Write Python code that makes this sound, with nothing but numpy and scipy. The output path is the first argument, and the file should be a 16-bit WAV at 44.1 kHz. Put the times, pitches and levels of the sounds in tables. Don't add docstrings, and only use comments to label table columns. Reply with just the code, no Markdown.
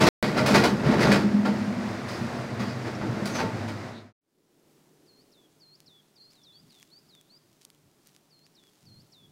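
import sys
import numpy as np
from scipy import signal
from scipy.fft import rfft, irfft
from scipy.io import wavfile
from scipy.ndimage import uniform_filter1d

SR = 44100
rng = np.random.default_rng(int(sys.argv[2]) if len(sys.argv) > 2 else 0)


def log_audio(samples):
    frames = np.atleast_2d(samples).T
    limited = np.clip(frames, -1, 1)
    pcm = np.round(limited * 32767).astype(np.int16)
    wavfile.write(sys.argv[1], SR, pcm)


N = 410571
TIME, BINS = np.arange(N) / SR, np.fft.rfftfreq(8192, 1 / SR)
OCTAVES = np.log2(np.clip(BINS, 200, 9000) / 1000)


# time in seconds, level in dB.
ROLL_LEVEL = [(0, -27), (.04, -18.5), (.32, -27), (.57, -19), (.78, -27.5), (.88, -20.5), (1.15, -20),
              (1.42, -37), (2.0, -46), (2.9, -42), (3.05, -30), (3.7, -37), (3.85, -46)]
# frequency in Hz, relative level in dB.
RUMBLE_EQ = [(25, -36.5), (55, -20), (100, -11.5), (160, -2.5), (260, -5.5), (420, -8), (600, -22),
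             (1500, -48.5), (6000, -84.5)]
# frequency in Hz, width in Hz, boost in dB.
FRAME_MODES = [(73, 12, 8.5), (132, 22, 6), (148, 16, 3), (204, 11, 12.5), (244, 16, 9), (299, 14, 3.5),
               (330, 22, 8.5), (378, 16, 2.5), (416, 16, 4)]
# start in seconds, relative level in dB.
WHEEL_BUMPS = [(.505, -18), (.716, -20), (.886, -10.5), (1.096, -17), (1.237, -14.5), (1.339, -13),
               (1.382, -15), (1.485, -16), (1.672, -19), (1.772, -22), (2.205, -26.5), (2.598, -23.5),
               (2.668, -27.5), (3.217, -26), (3.438, -26)]
# pitch in Hz, relative level in dB, seconds to fall 60 dB.
BOOM_MODES = [(205.4, 1.5, 0.2), (242, -3, 0.17), (131, -17.5, 0.045)]
# start in seconds, level in dB, pitch in Hz.
CABIN_THUDS = [(.023, -14, 172), (.386, -19, 136.5), (.852, -10.5, 143), (2.2, -20, 124), (3.085, -20, 118)]

def wheels(rumble_db=-3.0, bump_db=2, contact_s=.011, thud_t60=0.18):
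    out = noise(eq(RUMBLE_EQ) + boosts(FRAME_MODES)) * amp(curve(ROLL_LEVEL) + rumble_db)
    t = TIME[:SR // 2]
    push = 1 - np.exp(-(t / contact_s) ** 2)
    boom = push * sum(amp(db - 60 * t / t60) * np.sin(2 * np.pi * hz * (t - contact_s))
                      for hz, db, t60 in BOOM_MODES)
    for start, db in WHEEL_BUMPS + judder():
        add(out, start, amp(db + bump_db) * boom)
    for start, db, hz in CABIN_THUDS:
        add(out, start, push * amp(db - 60 * t / thud_t60) * np.sin(2 * np.pi * hz * t))
    return out


def judder(span_s=(.38, 1.9), per_s=21, jitter_s=.008, peak_s=1.5, peak_db=-23):
    starts = np.arange(*span_s, 1 / per_s)
    starts += jitter_s * rng.standard_normal(len(starts))
    past_peak = starts - peak_s
    levels = peak_db + np.minimum(7 * past_peak, -19 * past_peak)
    return list(zip(starts, levels))


# start in seconds,
# level in dB, attack in seconds, seconds to fall 60 dB, brightness in dB per octave.
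STEEL_CLANKS = [(0, -18, .016, .5, -.3), (.064, -16.5, .005, .7, 0), (.226, -24.5, .002, .36, -3.2),
                (.358, -20.5, .026, .28, -1.3), (.459, -23.8, .003, .7, 1.8), (.538, -13.5, .009, .32, -.8),
                (.636, -15.5, .004, .21, 0), (1.002, -20, .006, .55, -.5), (1.113, -17.5, .006, .26, -.2),
                (1.447, -22.5, .009, .27, -2.7), (2.075, -39, .013, .9, 2), (2.594, -33, .004, .6, -.6),
                (2.858, -31.8, .013, .22, -2.3), (3.005, -28, .013, .3, -6), (3.254, -34, .0035, .29, 4.5),
                (3.338, -30, .021, .33, 0), (3.376, -24.5, .022, .25, -2), (3.42, -28, .014, .24, -6),
                (3.675, -34, .01, .3, 0)]
# frequency in Hz, relative level in dB.
STEEL_EQ = [(40, -25), (130, -8), (300, -2), (550, -3), (1000, -5), (2100, -8), (3100, -14), (4800, -13.5),
            (6500, -21), (10000, -29), (15800, -38.5)]
# frequency in Hz, width in Hz, boost in dB.
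STEEL_MODES = [(330, 30, 4), (462, 30, 6), (545, 30, 3), (615, 36, 7), (891, 22, 11), (1120, 30, 3),
               (1410, 60, 7.5), (1945, 60, 5), (2187, 30, 5), (2489, 26, 9), (3915, 80, 4), (4600, 50, 5),
               (4720, 100, 4), (5090, 60, 5)]

def clanks(grain_db=1.7, hall_db=-17, hall_t60=0.48, hall_tilt_db=-4.0):
    out, t = np.zeros(N), TIME[:SR]
    steel = eq(STEEL_EQ) + boosts(STEEL_MODES)
    for start, db, rise, t60, bright_db in STEEL_CLANKS:
        contacts, grain, echoes, spot = rng.standard_normal((4, len(t)))
        clatter = unit(contacts * amp(grain_db * unit(uniform_filter1d(grain, size=60))))
        attack, after = np.minimum(t / rise, 1), np.maximum(t - rise, 0)
        spot_db = 2.3 * unit(uniform_filter1d(spot[:len(BINS)], size=7)) * np.clip(OCTAVES + 3, 0, 1)
        colour = steel + bright_db * OCTAVES + spot_db
        direct = signal.fftconvolve(clatter * attack * amp(-60 * after / t60), ring(colour))
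        tail = echoes * attack * amp(hall_db - 60 * after / hall_t60)
        hall = signal.fftconvolve(tail, ring(colour + hall_tilt_db * OCTAVES))
        add(out, start, amp(db) * (direct + hall))
    return out


def rattle(rattle_db=-23.6, hard_roll_db=-20, growth=1.65, tilt_db=-3.0, grain_db=1.8, shake_db=1.0):
    steel = noise(eq(STEEL_EQ) + .7 * boosts(STEEL_MODES) + tilt_db * OCTAVES)
    shaking = amp(grain_db * drift(200) + shake_db * drift(20))
    level_db = rattle_db + growth * (curve(ROLL_LEVEL) - hard_roll_db)
    return unit(steel * shaking) * amp(level_db)


# frequency in Hz, relative level in dB.
MACHINE_EQ = [(15, -62), (25, -32), (70, -19.5), (113, 0.5), (165, -7.5), (241, 2), (269, -9), (324, -4.5),
              (449, -11.5), (637, -9), (834, -13.5), (1980, -18), (3130, -28.5), (4820, -28), (15800, -54)]
# time in seconds, level in dB.
MACHINE_FADER = [(0, -33.5), (1.5, -33), (2.7, -33.5), (3.05, -35.5), (3.7, -34.5)]
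# time in seconds, lower tone in dB, upper tone in dB.
HUM_FADERS = [(0, -50, -44), (1.5, -52, -52), (2.0, -43.5, -50), (2.75, -48, -38), (3.35, -49, -47),
              (3.62, -39, -47), (4.1, -38, -50)]

def machinery(hum_hz=(105, 124), waver=.018, throb_db=2.5, flutter_db=1.0):
    churn = noise(eq(MACHINE_EQ) + .12 * boosts(STEEL_MODES))
    out = churn * amp(curve(MACHINE_FADER) + flutter_db * drift(6))
    for column, hz in enumerate(hum_hz, 1):
        cycles = np.cumsum(hz * (1 + waver * drift(15))) / SR
        tone = unit(np.sin(2 * np.pi * cycles) * amp(throb_db * drift(14)))
        out += tone * amp(curve(HUM_FADERS, column))
    return out


# peak time in seconds, level in dB, half-width in seconds, pitch in Hz.
ROLLER_SCRAPES = [(2.15, -50, .035, 4980), (2.7, -50, .04, 4800), (2.955, -50, .01, 5400),
                  (3.365, -42, .035, 6100), (3.976, -42.5, .036, 3900)]

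def squeaks(width_hz=380):
    out = np.zeros(N)
    for peak_s, db, half_width, hz in ROLLER_SCRAPES:
        resonance = -20 * np.log10(1 + ((BINS - hz) / width_hz) ** 2)
        out += swells([(peak_s, db, half_width)]) * noise(resonance)
    return out


# length in seconds, held pitch in Hz, opening sweep in Hz,
# settling time in seconds, end flick in Hz, attack in seconds, sag in dB.
DIP_NOTE = (.174, 4080, 2000, .017, 2100, .03, 0)
FALL_NOTE = (.152, 3360, 2480, .02, -300, .008, -7)
RISE_NOTE = (.102, 4660, -1200, .03, 800, .036, -1)
SLIDE_NOTE = (.134, 3270, 1950, .046, -300, .014, -5)
# start in seconds, level in dB, second note's delay in seconds, note count.
FIRST_CALLS = [(5.053, -65, .262, 2), (5.59, -60.5, .268, 2), (6.146, -60.5, .282, 2),
               (8.293, -65, .254, 2), (8.845, -60.5, .272, 2)]
SECOND_CALLS = [(6.16, -63, .168, 2), (6.51, -59, .18, 2), (6.895, -58.5, .188, 2), (7.28, -59, .188, 1)]

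def birds(fall_db=2, slide_db=-2, flutter_db=1.5, echo_db=-12.5, echo_t60=0.79):
    song = np.zeros(N)
    wobble = 1 + .005 * drift(250) + .004 * drift(15)
    flutter = amp(flutter_db * drift(70))
    singers = (FIRST_CALLS, DIP_NOTE, FALL_NOTE, fall_db), (SECOND_CALLS, RISE_NOTE, SLIDE_NOTE, slide_db)
    for calls, first, second, second_db in singers:
        for start, db, delay, count in calls:
            add(song, start, whistle(start, db, first, wobble))
            if count > 1:
                add(song, start + delay, whistle(start + delay, db + second_db, second, wobble))
    t = TIME[:SR // 2]
    scatter = rng.standard_normal(len(t)) * amp(-60 * t / echo_t60)
    echo = signal.oaconvolve(song, scatter / np.linalg.norm(scatter))[:N]
    return song * flutter + amp(echo_db) * echo


def whistle(start, db, note, wobble, crest_s=.008, flick_s=.015, release_s=.007, detune=.005):
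    length, held_hz, sweep_hz, settle, flick_hz, attack, sag_db = note
    t = np.arange(0, length, 1 / SR)
    sweep = sweep_hz / (1 + abs(t - crest_s) / settle) ** 2
    flick = flick_hz / (1 + (length - t) / flick_s) ** 2
    tuning = wobble[round(start * SR):][:len(t)] + detune * rng.standard_normal()
    cycles = np.cumsum((held_hz + sweep + flick) * tuning) / SR
    envelope = np.minimum(t / attack, 1) * np.minimum((length - t) / release_s, 1)
    tone = envelope * amp(db + sag_db * t / length) * unit(np.sin(2 * np.pi * cycles))
    branches = rng.standard_normal(SR // 10) * np.exp(-TIME[:SR // 10] / .014)
    paths = np.r_[1, .35 * branches / np.linalg.norm(branches)]
    return signal.fftconvolve(tone, paths)


# start in seconds, peak in dB, centre frequency in Hz.
DRY_TICKS = [(5.8039, -34, 9100), (6.3339, -44, 5300), (6.7995, -41, 7800), (6.8285, -33, 4900),
             (7.1514, -39, 5100), (7.2124, -38, 6200), (7.651, -30, 6200), (7.7024, -35, 5800),
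             (8.0724, -34, 8700), (8.1641, -37, 5100), (8.4659, -41, 4200), (8.6382, -43, 4000)]
# peak time in seconds, level in dB, half-width in seconds.
RUSTLE_SWELLS = [(6.34, -67, .03), (6.78, -66.5, .09), (7.625, -63, .018), (8.09, -67, .04), (8.8, -73, .2)]
# frequency in Hz, relative level in dB.
RUSTLE_EQ = [(200, -28), (1200, -3), (4500, 6), (8000, 1), (15800, -8.5)]

def ticks_and_rustles(grains_per_s=1100, spread_db=4.5, crackle_db=-80, faint_span_s=(6.3, 9.0)):
    sizes = amp(spread_db * np.minimum(rng.exponential(1, N), 4)) * rng.choice([-1, 1], N)
    grains = sizes * (rng.random(N) < grains_per_s / SR)
    crackle = unit(signal.oaconvolve(grains, ring(eq(RUSTLE_EQ)))[:N])
    out = (swells(RUSTLE_SWELLS) + amp(crackle_db)) * crackle
    faint_ticks = [(rng.uniform(*faint_span_s), rng.normal(-49, 2), 5400) for _ in range(8)]
    t = TIME[:SR // 50]
    for start, db, hz in DRY_TICKS + faint_ticks:
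        snap = (t == 0) + amp(-15 - 60 * t / .005) * rng.standard_normal(len(t))
        bandpass = -10 * np.log10(1 + (BINS / hz / 1.4) ** 4 + (hz / (BINS + 1) / 2.5) ** 2.5)
        tick = signal.fftconvolve(snap, ring(bandpass))
        add(out, start, amp(db) * tick / abs(tick).max())
    return out


# frequency in Hz, relative level in dB.
AIR_EQ = [(25, -13), (49, -21), (144, 0), (392, -3.5), (500, -13), (587, -9), (654, -9.5), (1510, -16.5),
          (2200, -18.5), (5820, -19), (15800, -25)]
TREES_EQ = [(60, -32), (200, -8.5), (300, -1), (410, -2.5), (600, -15), (1200, -27.5), (4000, -49.5)]
GUST_EQ = [(25, -17), (60, -27), (100, -2), (160, -1), (250, -9), (400, -21), (1500, -54)]
# time in seconds, level in dB.
TREES_FADER = [(4.3, -65), (5.3, -66), (5.7, -73), (9.3, -78)]
# peak time in seconds, level in dB, half-width in seconds.
GUST_SWELLS = [(5.88, -62, .022), (6.65, -62, .07), (7.07, -69, .03), (7.5, -67, .03), (7.86, -63.5, .045),
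               (8.88, -56, .038), (8.99, -57, .06), (9.3, -59.5, .07)]

def wind(air_db=-66.0):
    air = amp(air_db + .5 * drift(4)) * noise(eq(AIR_EQ))
    trees = amp(curve(TREES_FADER)) * noise(eq(TREES_EQ))
    gusts = swells(GUST_SWELLS) * noise(eq(GUST_EQ))
    return air + trees + gusts


# pitch in Hz, level in dB.
LIFT_TONES = [(153, -77), (425, -83.5), (568, -86)]

def far_lift(waver=0.0043, throb_db=3.42):
    clock = np.cumsum(1 + waver * drift(11)) / SR
    return sum(amp(db) * unit(np.sin(2 * np.pi * hz * clock) * amp(throb_db * drift(2.4)))
               for hz, db in LIFT_TONES)


def amp(db):
    return np.exp(np.asarray(db) * (np.log(10) / 20))


def unit(x):
    return x / np.sqrt(np.mean(x ** 2) + 1e-20)


def curve(rows, column=1):
    rows = np.array(rows)
    return np.interp(TIME, rows[:, 0], rows[:, column])


def eq(points):
    hz, db = np.transpose(points)
    return np.interp(np.log(BINS + 1), np.log(hz + 1), db)


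def boosts(modes):
    return sum(db / (1 + (2 * (BINS - hz) / width) ** 2) for hz, width, db in modes)


def ring(db):
    log_gain = np.log(amp(np.maximum(db - db.max(), -100)))
    mirrored = np.r_[log_gain, log_gain[-2:0:-1]]
    taps = np.fft.ifft(np.exp(np.conj(signal.hilbert(mirrored)))).real[:len(BINS)]
    return taps / np.linalg.norm(taps)


def noise(db):
    return unit(signal.oaconvolve(rng.standard_normal(N + len(BINS) - 1), ring(db), "valid"))


def drift(per_s):
    hz = np.fft.rfftfreq(N, 1 / SR)[:N // 100]
    slow = irfft(rfft(rng.standard_normal(2 * len(hz) - 2)) * np.exp(-(hz / per_s) ** 2))
    return unit(np.interp(TIME, np.linspace(0, TIME[-1], len(slow)), slow))


def swells(rows):
    return sum(amp(db) / (1 + ((TIME - peak_s) / half_width) ** 2 / 2) ** 2
               for peak_s, db, half_width in rows)


def add(mix, start, sound):
    part = mix[max(round(start * SR), 0):][:len(sound)]
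    part += sound[:len(part)]


def scene(fade_out_s=(3.6, 4.128), fade_in_s=(4.206, 4.72)):
    station = machinery() + wheels() + rattle() + clanks() + squeaks()
    slope = wind() + far_lift() + birds() + ticks_and_rustles()
    return (station * np.interp(TIME, fade_out_s, [1, 0]) + slope * np.interp(TIME, fade_in_s, [0, 1]))[None]


def record(dry, cut_s=.0885, resume_s=.2275, pop_db=-10, pop_s=0.00037, cutoff_hz=15850):
    live = (TIME < cut_s) | (TIME > resume_s)
    pop = amp(pop_db) * (TIME > resume_s) * np.exp(-abs(TIME - resume_s) / pop_s)
    lowpass = signal.firwin(511, cutoff_hz, window=("kaiser", 9), fs=SR)
    return signal.oaconvolve(dry * live + pop, lowpass[None], "same")


dry = scene()
out = record(dry)
log_audio(out)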